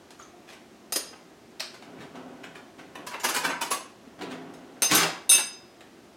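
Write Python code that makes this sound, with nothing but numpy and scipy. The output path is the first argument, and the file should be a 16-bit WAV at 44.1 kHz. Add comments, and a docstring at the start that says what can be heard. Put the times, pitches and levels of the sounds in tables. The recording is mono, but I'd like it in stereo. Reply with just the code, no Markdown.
"""A cooker hood hums in a hard-walled kitchen, with soft rustles and light metal notes that ping by the stove.
A few steps away a cook drops a fork on the stone counter, snaps his fingers and rolls a drawer open.
He rummages in the cutlery, takes out a spoon, lets the drawer crash shut and sets the spoon down ringing.
Blows are short random rattles coloured by the struck body; steel adds fading sine waves; the drawer's
rolling and the hood are shaped noise. Every blow and the rolling drawer get kitchen echoes."""
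import sys
import numpy as np
from scipy import signal
from scipy.fft import rfft, irfft, next_fast_len
from scipy.io import wavfile

SR = 44100
rng = np.random.default_rng(int(sys.argv[2]) if len(sys.argv) > 2 else 0)


def generate_wav(sig):
    """Save sig (samples, or channels by samples) to the path in sys.argv[1] as 16-bit PCM at SR."""
    pcm = np.round(np.clip(np.atleast_2d(sig).T, -1, 1) * 32767).astype(np.int16)
    wavfile.write(sys.argv[1], SR, pcm)


N = 271923   # length of the scene in samples
TAIL = np.arange(int(.7 * SR)) / SR   # time in seconds within one echo or ring
# Levels are set before the box resonances, the small trim of each output channel and the peak rounding.
BLOW_SAMPLES = .04 * SR   # a blow's or ping's dB is its average (rms) level if packed into 40 ms

# Knocks of the drawer: first the hand on its handle, then bumps in the runners.
# Each row: start in seconds, level in dB, length in seconds.
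DRAWER_KNOCKS = [(1.824, -40.5, 0.0033), (1.998, -36.5, 0.031), (2.15, -40.5, 0.02), (2.432, -34, .014),
                 (2.552, -36.5, 0.01), (2.781, -39, 0.022), (4.184, -43, 0.014), (4.211, -29, 0.016),
                 (4.302, -32, 0.025)]
KNOCK_BASS_DB, KNOCK_TREBLE_DB = -1, -15
# Dull thuds as the drawer's weight starts or stops. Each row: start in seconds, level in dB, length in seconds.
DRAWER_THUDS = [(1.946, -44, .07), (2.988, -51, 0.022), (4.07, -53.5, .015), (4.205, -48, 0.03),
                (4.745, -50, .03), (4.92, -28.5, 0.018)]
THUD_BASS_DB, THUD_TREBLE_DB = 21, -22
# Tone of the drawer's cabinet. Each row: frequency in Hz, strength in dB per Hz (only the shape counts).
CABINET_TONE = [(45, -27.5), (110, -16), (170, -14.5), (400, -5.5), (600, -10.5), (1000, -9), (1700, -10),
                (2400, -10.5), (4500, -10.5), (7000, -10.5), (9300, -14.5), (11500, -19.5), (13000, -26.5),
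                (16000, -22)]
# Tone of the rolling runners. Each row: frequency in Hz, strength in dB per Hz (only the shape counts).
RUNNER_TONE = [(29, -85), (50, -39), (125, -7), (212, -8.5), (251, 4.5), (324, -3.5), (368, -3.5),
               (418, -4.5), (898, -8.5), (1810, -19.5), (3210, -22.5), (8000, -74), (10400, -72),
               (17600, -120)]


def drawer():
    """Rollers rumble along the runners; the drawer knocks, thuds and crashes shut with all that is in it."""
    happens = rng.random(N) < 3000 / SR   # 3000 tiny bumps a second on average
    grains = happens * rng.choice([-1, 1], N) * from_db(3 * rng.standard_normal(N))
    path = kitchen(direct_db=-8, near_db=0, near_s=.012)
    rumble = signal.fftconvolve(grains, path)[:N]
    rumble = rms_one(colour(rumble, lambda hz: at_hz(RUNNER_TONE, hz)))
    rumble = from_db(1.5) * drawer_speed() * rumble
    knocks = [(s, db, KNOCK_BASS_DB, KNOCK_TREBLE_DB, length) for s, db, length in DRAWER_KNOCKS]
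    thuds = [(s, db, THUD_BASS_DB, THUD_TREBLE_DB, length) for s, db, length in DRAWER_THUDS]
    hits = knocks + thuds + slam()
    return rumble + blows(hits, CABINET_TONE, direct_db=-3.5, near_db=-1.5, near_s=0.025)


# The hand pushes or pulls the drawer. Each row: start in seconds, rumble level in dB before slowing and
# before the 1.5 dB boost in drawer(), rolling time in seconds.
PUSHES = [(1.74, -59, .14), (1.86, -48, 0.3), (2.13, -43.5, .57), (2.76, -50.5, 0.31), (2.96, -47.5, .11),
          (4.0, -55, 0.18), (4.18, -39, .55), (4.73, -51.5, 0.21)]
PUSH_S, FRICTION_DB_PER_S, STOP_S = 0.044, 25.5, 0.025   # it gathers speed, coasts down, comes to rest


def drawer_speed():
    """Each push brings the drawer up to speed; friction slows it until it stops; overlapping pushes add up."""
    speed = np.zeros(N)
    for s, db, length in PUSHES:
        t = np.arange(N) / SR - s
        starting = np.clip(t / PUSH_S, 0, 1)
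        stopping = np.clip(1 - (t - length) / STOP_S, 0, 1)
        coasting = from_db(db - FRICTION_DB_PER_S * np.maximum(t - PUSH_S, 0))
        speed += starting * stopping * coasting
    return speed


# The drawer hits its stop. In order: start in seconds, level in dB, extra bass in dB, extra treble in dB.
SLAM = (4.898, -15, 0, -4)
# What each wave loses against the one before. In order: level in dB, bass in dB, treble in dB.
WAVE_LOSS = (0.03, 2.8, 1)
WAVE_GAP_S, WAVE_S, WAVE_GROWTH = .022, 0.03, 1.29   # first gap and length; both grow by this factor


def slam(count=4):
    """The contents crash against the front in waves that spread out and grow thinner and duller."""
    s, hits = SLAM[0], []
    for k in range(count):
        growth = WAVE_GROWTH ** k
        levels_db = np.array(SLAM[1:]) - k * np.array(WAVE_LOSS)
        hits.append((s, *levels_db, WAVE_S * growth))
        s += WAVE_GAP_S * growth
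    return hits


# Hollow notes of the drawer box. Each row: frequency in Hz, width in Hz, boost in dB.
BOX_RESONANCES = [(168, 26, 10), (416, 18, 5), (788, 30, 5), (983, 24, 7), (1130, 26, 6), (1540, 60, 3)]


def box(x):
    """The wooden drawer adds its hollow resonances to its rolling, knocks and crash and the tumbling cutlery."""
    def boost_db(f):
        return sum(db / (1 + (2 * (f - hz) / width) ** 2) for hz, width, db in BOX_RESONANCES)
    return colour(x, boost_db)


# Notes of the drawer cutlery. Each row: frequency in Hz before the piece's pitch ratio, level in dB before
# the blow's ring level and a random change, time to fade by 60 dB in seconds before the heap halves it.
CUTLERY_MODES = [(2840, -69, 0.21), (4240, -63, 0.18), (4000, -70, 0.22), (5240, -75, 0.27),
                 (5360, -58, 0.28), (6800, -56, 0.31), (6560, -68, 0.23), (8400, -49.5, 0.057),
                 (8340, -66, 0.21), (9000, -53, 0.098), (10500, -57, 0.25), (11800, -64, 0.19),
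                 (11700, -61, 0.25), (12300, -64, 0.2), (13700, -67, 0.2), (14470, -63, 0.15)]
# Tone of the cutlery tray. Each row: frequency in Hz, strength in dB per Hz (only the shape counts).
TRAY_TONE = [(29, -70), (50, -38), (208, -20), (246, -10), (842, -4), (973, 0), (1330, -6), (1660, -4.5),
             (1960, -9), (2880, -7), (3250, -13), (5810, -14.5), (7210, -18.5), (10900, -20), (16000, -31)]


def cutlery():
    """Utensils tumble against each other and their tray; each rings at its own pitch, damped by the heap."""
    def modes_for(blow):
        pitch = blow[6]
        return [(hz * pitch, db + rng.normal(0, 2), t60 / 2) for hz, db, t60 in CUTLERY_MODES]
    return blows(tumbles(), TRAY_TONE, direct_db=-2.0, near_db=2.5, near_s=0.024, modes_for=modes_for)


# Utensils tumble. Each row: start in seconds, contact level in dB, extra treble in dB, ring level in dB,
# pitch ratio of the piece.
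CUTLERY_BLOWS = [(2.951, -32.5, -5.5, -27, 1.1), (3.066, -33, 9, -21, 1.2), (3.11, -34, -6, -11, 0.63),
                 (3.133, -25.5, -13, -28, 0.8), (3.199, -36, 2, -1, .82), (3.235, -18, 7, -14, 1.1),
                 (3.283, -23, 8.5, -3, 1.2), (3.34, -25.5, 10.5, -15, 1.3), (3.355, -19, 3, 0, .98),
                 (3.437, -17.5, -0.5, -2, 1), (3.492, -20, -19, 3, .75), (3.611, -21, 4, -1, 0.68),
                 (3.706, -21.5, 7, 13, 1.2)]
TUMBLE_DB, TUMBLE_S, TUMBLE_BASS_DB = -20.5, .018, 4   # a typical tumble: its level, length and extra bass
TUMBLE_DOUBLES_DB, TUMBLE_BASS_PER_DB = 14.5, 1   # this many dB double the length; bass dB per dB of level
SETTLE_AFTER_S, SETTLE_LOSS_DB, SETTLE_S = .042, 17.5, 0.039   # delay, drop in level and length of settling


def tumbles():
    """Weight, taken from the level, sets each tumble's length and bass; a soft rattle follows as it settles."""
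    hits = []
    for s, db, treble_db, ring_db, pitch in CUTLERY_BLOWS:
        weight_db = db - TUMBLE_DB
        bass_db = TUMBLE_BASS_DB + TUMBLE_BASS_PER_DB * weight_db
        length = TUMBLE_S * 2 ** (weight_db / TUMBLE_DOUBLES_DB)
        hits.append((s, db, bass_db, treble_db, length, ring_db, pitch))
        soft_db, soft_ring_db = db - SETTLE_LOSS_DB, ring_db - SETTLE_LOSS_DB
        hits.append((s + SETTLE_AFTER_S, soft_db, bass_db, treble_db, SETTLE_S, soft_ring_db, pitch))
    return hits


# Notes of the spoon. Each row: frequency in Hz, level in dB struck on the handle, level in dB struck on the
# bowl (both before the blow's ring level), time to fade by 60 dB in seconds before the grip shortens it.
SPOON_MODES = [(2657, -37, -32, .25), (2842, -39, -37, .35), (3662, -39, -30, .24), (3700, -39, -28, .08),
               (3860, -42, -36, .15), (5038, -31, -39, .65), (5141, -47, -35, .3), (6290, -25, -24, .18),
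               (6335, -45, -35, .3), (7560, -45, -41, .35), (8125, -48, -28, .13), (8195, -48, -26, .2),
               (8843, -30, -28, .14), (9274, -40, -19, .19), (10662, -43, -25, .08), (12300, -43, -31, .14),
               (12810, -39, -45, .2), (13560, -50, -42, .25), (13920, -47, -42, .22), (14110, -41, -55, .2)]
# Tone of steel hitting stone. Each row: frequency in Hz, strength in dB per Hz (only the shape counts).
STEEL_ON_STONE = [(50, -26), (130, -13), (280, 0.5), (700, 3), (1300, 1), (2000, -1), (3500, 1.5),
                  (7000, -1.5), (11000, -1), (15000, -18)]


def spoon(grip=1.1):
    """The spoon is knocked, jolted, then bounces to rest; the place struck decides which notes speak."""
    def modes_for(blow):
        place = np.clip(blow[6], 0, 1)
        damping = grip * (1 - place)   # fingers on the handle shorten the high modes most
        modes = []
        for hz, handle_db, bowl_db, t60 in SPOON_MODES:
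            level_db = handle_db + place * (bowl_db - handle_db)
            modes.append((hz, level_db, t60 / (1 + damping * (hz / 6500) ** 2)))
        return modes
    return blows(spoon_hits(), STEEL_ON_STONE, direct_db=-4.5, near_db=5.0, near_s=0.03, modes_for=modes_for)


# The spoon is knocked, jolted by the drawer and set down, with one list of bounces for each.
# Each row: start in seconds, contact level in dB, extra treble in dB, ring level in dB,
# place struck from 0 (handle) to 1 (bowl).
SPOON_BLOWS = [
    [(4.821, -20.5, -1, 2.5, 0.13)],
    [(4.951, -26.5, 6, -1.5, 0.027)],
    [(5.293, -24, -1.5, 3.5, 0.96), (5.315, -24, -3.5, 3.5, 0.84), (5.347, -25, -1, -5.5, .06),
     (5.375, -23, -7, -9, 0.51)],
]
HANDLE_BASS_DB, BOWL_BASS_DB = 1, -6.5   # struck on the handle it thumps, on the bowl it hardly does
SPOON_RATTLE_S, SPOON_RATTLE_S_PER_S = 0.00093, 0.16   # first length, and growth per second of bouncing


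def spoon_hits():
    """The place struck sets the thump; later bounces stay longer on the stone and chatter."""
    hits = []
    for bounces in SPOON_BLOWS:
        first_s = bounces[0][0]
        for s, db, treble_db, ring_db, place in bounces:
            bass_db = HANDLE_BASS_DB + place * (BOWL_BASS_DB - HANDLE_BASS_DB)
            length = SPOON_RATTLE_S + SPOON_RATTLE_S_PER_S * (s - first_s)
            hits.append((s, db, bass_db, treble_db, length, ring_db, place))
    return hits


# The two ends of the fork land. Each row: start in seconds, contact level in dB, rattle length in seconds.
FORK_BLOWS = [(.923, -32, 0.0018), (.958, -26, 0.0033)]
# Notes of the fork. Each row: frequency in Hz, level in dB before the blow's ring level,
# time to fade by 60 dB in seconds.
FORK_MODES = [(2778, -50, .3), (5012, -35, .25), (5766, -46, .2), (6336, -39, .2), (6480, -43, .12),
              (6848, -46, .15), (9211, -36, .14), (9604, -37, .09), (11390, -43, .1), (11510, -40, .1),
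              (14150, -45, .08), (14300, -45, .1)]


def fork(treble_db=3.4, bass_db=2.0, ring_db=-.5):
    """The fork lands on the stone counter, one end after the other, and its steel rings."""
    hits = [(s, db, bass_db, treble_db, length, ring_db) for s, db, length in FORK_BLOWS]
    return blows(hits, STEEL_ON_STONE, direct_db=-7, near_db=3, near_s=.009,
                 modes_for=lambda blow: FORK_MODES)


# The finger leaves the thumb, then hits the palm. Each row: start in seconds, level in dB, length in seconds.
SNAP = [(1.597, -37, 0.0027), (1.6035, -30.5, 0.0013)]
# Tone of the palm. Each row: frequency in Hz, strength in dB per Hz (only the shape counts).
PALM_TONE = [(120, -44), (200, -16), (263, -12), (482, -39), (538, -10.5), (659, 0), (722, -9), (883, -9.5),
             (2090, -10), (3560, 1), (11700, -20.5), (16000, -30)]


def finger_snap():
    """A finger slips off the thumb and hits the palm: two very short rattles with the palm's tone."""
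    hits = [(s, db, 0, 0, length) for s, db, length in SNAP]
    return blows(hits, PALM_TONE, direct_db=-6.0, near_db=0.5, near_s=0.0053)


# Soft rustles, a scuff as the fork settles, and small ticks. Each row: start in seconds, level in dB,
# extra treble in dB, length in seconds.
SOFT_TOUCHES = [(0.106, -46, 9, .002), (0.194, -44, 2, 0.031), (0.474, -38.5, 1, 0.042),
                (.515, -40, 2, 0.032), (1.127, -40, -13, .019), (1.732, -40, 1, 0.02),
                (4.537, -54, 15.5, 0.0061), (5.807, -43.5, 1, 0.0035)]
SOFT_BASS_DB = -5.5
# Tone of the soft touches. Each row: frequency in Hz, strength in dB per Hz (only the shape counts).
SOFT_TONE = [(100, -35), (400, 11), (1300, 5.5), (3000, 3), (7000, -7.5), (10000, -12), (16000, -26)]


def soft_touches():
    """Soft rustles, a scuff as the fork settles, and small ticks, all made of many tiny touches."""
    hits = [(s, db, SOFT_BASS_DB, treble_db, length) for s, db, treble_db, length in SOFT_TOUCHES]
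    return blows(hits, SOFT_TONE, direct_db=-3, near_db=-2, near_s=0.022)


# Clear notes of metal, at the stove and in the closing drawer. Each row: start in seconds,
# middle frequency in Hz, level in dB (each of three modes gets 6 dB less), time to fade by 60 dB in seconds.
PINGS = [(.192, 6800, -53, 0.022), (0.196, 1270, -50.5, 0.021), (.222, 6270, -51.5, 0.03),
         (.336, 714, -51.5, 0.086), (4.947, 12600, -24.5, .06), (4.952, 9400, -27.5, 0.092)]


def pings(spread=.025):
    """Light touches of metal: three close modes that die away quickly."""
    out = np.zeros(N)
    for s, hz, level_db, t60 in PINGS:
        modes = [(hz * (1 + k * spread), level_db - 6, t60) for k in (-1, 0, 1)]
        add(out, s, ring(modes, kitchen(direct_db=-8, near_db=2, near_s=.012)))
    return out * np.sqrt(BLOW_SAMPLES)


# Tone of the hood's rush. Each row: frequency in Hz, strength in dB per Hz (only the shape counts).
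HOOD_TONE = [(15, -44), (25, -38), (70, -12.5), (170, -8), (236, -0.5), (270, -5), (363, -0.5),
             (489, -10.5), (714, -7.5), (863, -13.5), (1260, -15.5), (1650, -17.5), (4740, -24.5),
             (6210, -25.5), (16000, -40)]
HOOD_DB = -51.5   # average (rms) level of the rush
# Hollow note of the duct. In order: frequency in Hz, width in Hz, average (rms) level in dB.
DUCT_NOTE = (294, 210, -62)


def hood():
    """Steady rush of the extractor fan, with noise through a narrow filter as the hollow note of its duct."""
    rush = rms_one(colour(rng.standard_normal(N), lambda hz: at_hz(HOOD_TONE, hz)))
    hz, width, level_db = DUCT_NOTE
    b, a = signal.iirpeak(hz, hz / width, fs=SR)
    duct = signal.lfilter(b, a, rng.standard_normal(N))
    return from_db(HOOD_DB) * rush + from_db(level_db) * rms_one(duct)


# How long the kitchen echoes. Each row: frequency in Hz, time to fade by 60 dB in seconds.
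KITCHEN_FADE = [(100, 0.51), (500, 0.51), (2000, 0.47), (5000, 0.41), (9000, 0.32), (15000, 0.16)]


def kitchen(direct_db, near_db, near_s):
    """Path from one spot: straight sound, quick echoes off counter and cabinets, a tail losing treble first."""
    white = rfft(rng.standard_normal(len(TAIL)))
    hz = np.fft.rfftfreq(len(TAIL), 1 / SR)
    tail = 0
    for k, (_, t60) in enumerate(KITCHEN_FADE):
        # this band's share of the spectrum, blending into its neighbours
        share = at_hz([(row[0], j == k) for j, row in enumerate(KITCHEN_FADE)], hz)
        tail = tail + irfft(white * share, len(TAIL)) * dying(t60)
    near = rng.standard_normal(len(TAIL)) * np.exp(-TAIL / near_s)
    path = unit_energy(tail) + from_db(near_db) * unit_energy(near)
    path[0] += from_db(direct_db)
    return unit_energy(path)


def blows(table, spectrum, direct_db, near_db, near_s, modes_for=None):
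    """Play each blow from its own spot in the kitchen, with ringing notes if it is steel."""
    # Each row: start in seconds, level in dB, extra bass in dB, extra treble in dB, length in seconds;
    # for steel also ring level in dB and, for some, place struck or pitch ratio.
    out = np.zeros(N)
    for blow in table:
        path = kitchen(direct_db, near_db, near_s)
        add(out, blow[0], contact(blow, spectrum, path))
        if modes_for:
            add(out, blow[0], from_db(blow[5]) * ring(modes_for(blow), path))
    low_cut = signal.butter(2, 110, "high", fs=SR, output="sos")   # every blow, the drawer's thuds and crash included, loses its deepest bass below about 110 Hz
    return signal.sosfilt(low_cut, out) * np.sqrt(BLOW_SAMPLES)


def contact(blow, spectrum, path, per_s=1400, uneven_db=5, first_touch=0.9):
    """A first touch and a short rattle that swells and fades, coloured by the struck body."""
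    level_db, bass_db, treble_db, length = blow[1:5]
    signs, strengths = rng.standard_normal((2, 4096))
    t = np.arange(len(signs)) / SR
    swell = np.sin(np.pi * np.minimum(t / length, 1))
    happens = rng.random(len(t)) < per_s / SR
    touches = happens * swell * np.sign(signs) * from_db(uneven_db * strengths)
    touches[0] = first_touch
    heard = unit_energy(signal.fftconvolve(path, touches)[:len(TAIL)])
    lean = [(250, bass_db), (700, 0.0164), (2200, 0.0034), (7000, treble_db)]   # Hz, dB
    # the blow's level refers to the middle of its spectrum
    middle_db = np.mean(at_hz(spectrum, np.linspace(600, 2500, 8)))
    coloured = colour(heard, lambda hz: at_hz(spectrum, hz) + at_hz(lean, hz))
    return from_db(level_db - middle_db) * coloured


def ring(modes, path):
    """Steel modes (Hz, dB, fade time in seconds) ring down; echoes make each swell and beat in its own way."""
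    hz, level_db, t60 = np.transpose(modes)[:, :, None]
    signs = rng.choice([-1, 1], hz.shape)
    sines = np.sin(2 * np.pi * hz * TAIL) * dying(t60) * signs
    heard = signal.fftconvolve(sines, path[None], axes=1)[:, :len(TAIL)]
    return np.sum(unit_energy(heard) * from_db(level_db), axis=0)


def dying(t60):
    """Envelope that loses 60 dB in t60 seconds."""
    return np.exp(-np.log(1000) * TAIL / t60)


def colour(x, db_at):
    """Filter with the gain db_at(Hz) in dB that reacts as early as it can (minimum phase)."""
    n = 2 * next_fast_len(len(x) // 2 + 2048)
    hz = np.arange(n // 2 + 1) * SR / n
    cepstrum = irfft(np.log(from_db(db_at(hz))), n)
    # folding the cepstrum forward in time gives the minimum phase
    cepstrum[1:n // 2] *= 2
    cepstrum[n // 2 + 1:] = 0
    response = np.exp(rfft(cepstrum))
    return irfft(rfft(x, n) * response, n)[:len(x)]


def at_hz(points, hz):
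    """Read a (Hz, value) table on a log-frequency axis."""
    f, value = np.transpose(points)
    return np.interp(np.log(np.maximum(hz, 1)), np.log(f), value)


def from_db(db):
    """Decibels to gain."""
    return 10 ** (np.asarray(db) / 20)


def unit_energy(x):
    """Scale each row to energy 1."""
    return x / np.sqrt(np.sum(x ** 2, axis=-1, keepdims=True) + 1e-20)


def rms_one(x):
    """Scale to an average (rms) level of 1."""
    return unit_energy(x) * np.sqrt(len(x))


def add(out, s, sound):
    """Mix a sound in at time s in seconds."""
    at = round(s * SR)
    out[at:at + len(sound)] += sound[:N - at]


def side_of(mid, width):
    """The difference between two close capsules: a weak copy, its phases scattered by all-pass delays."""
    for lag in (53, 131, 197):   # samples
        taps = np.r_[.5, np.zeros(lag - 1), 1]
        mid = signal.lfilter(taps, taps[::-1], mid)
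    return colour(mid, lambda hz: at_hz(width, hz))


# Stereo width of most sounds. Each row: frequency in Hz, side level minus mid level in dB.
ACTION_WIDTH = [(30, -14), (70, -29), (250, -33), (1000, -41), (2000, -64), (4000, -45.5), (8000, -30),
                (15000, -34.5)]
# Ringing steel reaches the capsules less alike. Each row: frequency in Hz, side minus mid level in dB.
SPOON_WIDTH = [(60, -11.5), (110, -14), (200, -18.5), (380, -19), (700, -24), (1290, -36), (2380, -37.5),
               (4400, -15.5), (8120, -16), (15000, -19)]
# Stereo width of the hood. Each row: frequency in Hz, side level minus mid level in dB.
HOOD_WIDTH = [(60, -11.5), (110, -8), (200, -12.5), (380, -11.5), (700, -9), (1290, -10.5), (2380, -10.5),
              (4400, -26.5), (8120, -38), (15000, -18)]


def scene():
    """Nearly mono; the hood and the ringing spoon are a little wider than the other sounds."""
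    action = box(drawer() + cutlery()) + fork() + finger_snap() + soft_touches() + pings()
    steel = spoon()
    rush = hood()
    mid = action + steel + rush
    side = side_of(action, ACTION_WIDTH) + side_of(steel, SPOON_WIDTH) + side_of(rush, HOOD_WIDTH)
    left = (mid + side) * from_db(-1.15)
    right = (mid - side) * from_db(-1.32)
    return np.array([left, right])


CUTOFF_HZ = 15900


def record(dry):
    """The highest peaks are rounded and everything above the cutoff is removed."""
    top = .9   # the rounded signal stays below this
    rounded = top * np.tanh(dry / top)
    low_pass = signal.ellip(10, .1, 80, CUTOFF_HZ, fs=SR, output="sos")
    return signal.sosfilt(low_pass, rounded)


dry = scene()
out = record(dry)
generate_wav(out)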